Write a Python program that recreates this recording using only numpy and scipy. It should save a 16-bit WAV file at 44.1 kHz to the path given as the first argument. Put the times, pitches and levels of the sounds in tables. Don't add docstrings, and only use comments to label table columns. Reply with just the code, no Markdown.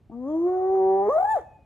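import sys
import numpy as np
from scipy import signal
from scipy.fft import rfft, irfft
from scipy.io import wavfile
from scipy.ndimage import map_coordinates

SR = 44100
rng = np.random.default_rng(int(sys.argv[2]) if len(sys.argv) > 2 else 0)


def digitize_waveform(pressure):
    field = np.atleast_2d(pressure).T
    bounded = np.clip(field, -1, 1)
    quanta = np.round(bounded * 32767).astype(np.int16)
    wavfile.write(sys.argv[1], SR, quanta)


N = 72765
TOP_HZ = 14500


def undb(db):
    return 10 ** (np.asarray(db) / 20)


def curves(table):
    rows = np.array(table, float)
    return [np.interp(np.arange(N) / SR, rows[:, 0], column) for column in rows.T[1:]]


def ramp(x, middle, width):
    return np.clip((x - middle) / width + .5, 0, 1)


def response(points, hz):
    f, db = np.array(points, float).T
    return undb(np.interp(np.log(np.maximum(hz, 1)), np.log(f), db))


def colour(x, points):
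    return irfft(rfft(x, 2 * N) * response(points, np.linspace(0, SR / 2, N + 1)))[..., :N]


def noise(points):
    x = colour(rng.standard_normal(N), points)
    return x / x.std()


def walk(rate_hz):
    steps = rng.standard_normal(2048)
    return map_coordinates(steps, [np.arange(N) / SR * rate_hz], order=3, mode="wrap")


def rumble(mid_db=-56, side_re_mid_db=-14):
    # frequency in Hz, relative density in dB.
    spectrum = [(20,-22.5),(55,6),(120,3.5),(170,-5.5),(800,-23.5),(4500,-43),(14000,-53)]
    return undb(mid_db) * (noise(spectrum) + undb(side_re_mid_db) * noise(spectrum) * np.array([[1], [-1]]))


def birds():
    # start in seconds, length in seconds, start pitch in Hz, end pitch in Hz, relative dB.
    whistles = [(0.268,.11,3440,3110,-81.5),(1.431,0.26,2573,2430,-75)]
    out = np.zeros(N)
    for start_s, length_s, from_hz, to_hz, db in whistles:
        along = np.clip((np.arange(N) / SR - start_s) / length_s, 0, 1)
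        hz = (from_hz + (to_hz - from_hz) * along) * (1 + .008 * walk(120))
        envelope = undb(db + 2 * walk(27)) * 2 * np.sin(np.pi * along)
        out += envelope * np.sin(2 * np.pi * np.cumsum(hz) / SR)
    return out


def bushes(x, tail_db=-12, t60_s=.5, reflections_per_s=400, belt_spread_s=.016):
    # frequency in Hz, gain in dB.
    scatter_colour = [(150,-5.5),(7000,-0.5)]
    # delay in seconds, level in dB.
    belts = [(0.109,-23),(0.224,-31.5)]
    t = np.arange(N) / SR
    tail = np.exp(-np.log(1000) * t / t60_s)
    clusters = [(np.exp(-((t - delay_s) / belt_spread_s) ** 2), db) for delay_s, db in belts]
    chance = reflections_per_s / SR
    paths = 0
    for envelope, db in [(tail, tail_db)] + clusters:
        mid, side = (envelope * rng.standard_normal(N) * (rng.random(N) < chance) for _ in range(2))
        stereo = mid + .5 * side * np.array([[1], [-1]])
        paths = paths + undb(db) * stereo / np.linalg.norm([mid, side])
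    return signal.fftconvolve(colour(x, scatter_colour)[None], paths, axes=1)[:, :N]


def ports(x):
    # frequency in Hz, left minus right in dB.
    balance = [(240,6),(380,-1.5),(760,3.5),(1150,0),(8000,4)]
    # frequency in Hz, phase lead of the left port in radians.
    left_lead = [(100,0),(800,0.81),(2500,-2),(5600,-2),(7200,-6.5)]
    hz = np.linspace(0, SR / 2, N + 1)
    ratio = response(balance, hz)
    lead_rad = np.interp(hz, *np.array(left_lead).T)
    gains = np.array([ratio * np.exp(1j * lead_rad), np.ones(N + 1)]) * 2 / (1 + ratio)
    return irfft(rfft(x, 2 * N) * gains)[:, :N]


def throat_catch(length_s=.01):
    # start in seconds, relative level in dB.
    flaps = [(.096,-49),(.109,-52)]
    # frequency in Hz, gain in dB.
    modes = [(270,12.5),(720,3)]
    out = np.zeros(N)
    for start_s, db in flaps:
        age_s = np.maximum(np.arange(N) / SR - start_s, 0)
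        ring = sum(undb(mode_db) * np.sin(2 * np.pi * hz * age_s) for hz, mode_db in modes)
        out += undb(db) * ring * np.sin(np.pi * np.minimum(age_s / length_s, 1)) ** 2
    return out


def fold_stall(width_s=.004):
    # time in seconds, depth 0-1.
    cracks = [(1.195,0.7),(1.223,0.8),(1.238,.6),(1.267,.6),(1.351,0.4)]
    t = np.arange(N) / SR
    return sum(depth * np.exp(-((t - at_s) / width_s) ** 2) for at_s, depth in cracks).clip(0, 1)


def half_pitch(pitch_hz, phase):
    # time in seconds, relative level in dB.
    levels = [(.54,-74),(.666,-58.5),(.765,-56),(.815,-45.5),(1.09,-38.5),(1.135,-71)]
    # frequency in Hz, gain in dB.
    throat = [(190,-5),(590,6),(960,3.5),(1340,-30),(1800,-21),(3000,-44)]
    db, = curves(levels)
    return undb(db) * sum(response(throat, k * pitch_hz) * np.sin(k * phase) for k in np.arange(8) + .5)


def overtones(pitch_hz, phase, level_db, flutter, flutter_hz):
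    # frequency in Hz, gain in dB.
    moan_throat = [(720,5),(1000,-3),(1190,-1.5),(1400,-14),(1850,-17),(2700,-35),(4400,-38),(5100,-57.5),(6100,-35.5),(8000,-50)]
    whoop_throat = [(1900,-1),(2800,-20.5),(3600,-16.5),(4400,-26),(6100,-39.5),(7100,-17.5),(8800,-28),(10600,-24),(14500,-39.5)]
    break_s, opens_s = 1.118, .46
    muffle_hz, muffle_db = 1205, -12
    flicker_db, whoop_flicker_db, smear_rad = 3, 2, .9
    t = np.arange(N) / SR
    in_whoop = ramp(t, break_s, width=.04)
    mouth_shut = 1 - ramp(t, opens_s, width=.031)
    out = np.zeros(N)
    for k in range(3, 24):
        hz = k * pitch_hz
        throat = (1 - in_whoop) * response(moan_throat, hz) + in_whoop * response(whoop_throat, hz)
        db = level_db + muffle_db * mouth_shut * ramp(hz, muffle_hz, muffle_hz / 10)
        db += flicker_db * walk(39.83) + in_whoop * whoop_flicker_db * walk(flutter_hz)
        smear = smear_rad * k * flutter * walk(260) + 2 * np.pi * rng.random()
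        out += undb(db) * throat * (hz < TOP_HZ) * np.sin(k * phase + smear)
    return out


def hyena():
    # time in seconds, pitch in Hz, harmonics 1 and 2 in relative dB.
    moan = [(0.11,228.3,-47.5,-54.5),(0.146,234.3,-37.5,-48.5),(0.246,260.2,-32.5,-39.5),(0.3,302,-29,-34),(.35,319.9,-24.5,-34),(0.403,334.9,-24,-51),(0.468,356.8,-19,-35.5),(0.497,366.4,-25,-33),(0.643,376,-25,-29.5),(0.744,384.6,-21.5,-30),(.81,379.6,-21.5,-29),(0.93,384.2,-21,-26.5),(1.017,393.4,-23.5,-23),(1.058,411.3,-27,-30.5)]
    whoop = [(1.084,418,-17.5,-36),(1.103,548.9,-22,-28),(1.124,592,-26,-26.5),(1.152,626.4,-19.5,-39),(1.18,667.5,-16.5,-35.5),(1.21,742,-20,-50.5),(1.243,790.4,-18.5,-50.5),(1.263,833.6,-25,-42),(1.317,890.4,-22.5,-35.5),(1.34,852,-20,-41.5),(1.361,750.3,-21,-53),(1.375,603.7,-22,-50),(1.412,315,-48,-60)]
    # time in seconds, overtones, rasp and hiss in relative dB, flutter 0-1.
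    quality = [(.11,-61,-70.5,-93.5,0.1),(.2,-60,-73,-90.5,0),(.29,-46,-54.5,-74,0.01),(.42,-46.5,-51.5,-76,0),(.57,-50.5,-45.5,-79,0.08),(.71,-48.5,-53,-79.5,0),(.757,-49,-41,-74.5,0.13),(.82,-50,-55,-79,0.01),(1.03,-51,-55,-77.5,0.08),(1.095,-49.5,-34,-70.5,0.11),(1.13,-59.5,-42,-61.5,0.3),(1.195,-52.5,-34.5,-74.5,0.4),(1.285,-52.5,-50,-73,0.3),(1.32,-42,-59.5,-67.5,0.05),(1.37,-56.5,-38,-65.5,0.35),(1.42,-62,-48.5,-77,0.5)]
    # frequency in Hz, relative density in dB.
    rasp_spectrum = [(200,-12.5),(480,14.5),(630,20.5),(720,9.5),(815,14.5),(980,7.5),(1200,12.5),(1400,-7.5),(2200,-12),(3200,-41)]
    hiss_spectrum = [(2000,-2),(4200,8),(5200,-7.5),(5900,28),(7000,14.5),(7700,-4),(10500,12),(15000,-12.5)]
    attack_s, release_s = .0089, .058
    jitter, flutter_jitter, crack_sag = .00096, .04, .2
    flutter_hz, flutter_db, sputter_db = 130.6, 4.5, 11.5
    pitch_hz, first_db, second_db = curves(moan + whoop)
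    overtone_db, rasp_db, hiss_db, flutter = curves(quality)
    stall = fold_stall()

    wobble = 1 + jitter * walk(250) + flutter_jitter * flutter * walk(flutter_hz)
    hz = pitch_hz * wobble * (1 - crack_sag * stall ** 2)
    phase = 2 * np.pi * np.cumsum(hz) / SR
    tone = undb(first_db) * np.sin(phase) - undb(second_db) * np.cos(2 * phase)
    tone += overtones(pitch_hz, phase, overtone_db, flutter, flutter_hz)
    tone += half_pitch(pitch_hz, phase)
    tone *= np.sqrt(2) * undb(flutter_db * flutter * walk(flutter_hz))

    hiss = undb(hiss_db + sputter_db * flutter * walk(flutter_hz)) * noise(hiss_spectrum)
    hiss *= 1 + np.sin(phase)
    rasp = undb(rasp_db) * noise(rasp_spectrum)

    t = np.arange(N) / SR
    onset = ramp(t, moan[0][0] + attack_s / 2, attack_s)
    release = 1 - ramp(t, whoop[-1][0], release_s)
    return onset * release * ((tone + hiss) * (1 - stall) + rasp)


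def scene():
    call = hyena() + throat_catch()
    return rumble() + bushes(call) + birds() + ports(call)


def record(dry):
    return signal.sosfilt(signal.ellip(8, .2, 70, TOP_HZ, fs=SR, output="sos"), dry)


dry = scene()
out = record(dry)
digitize_waveform(out)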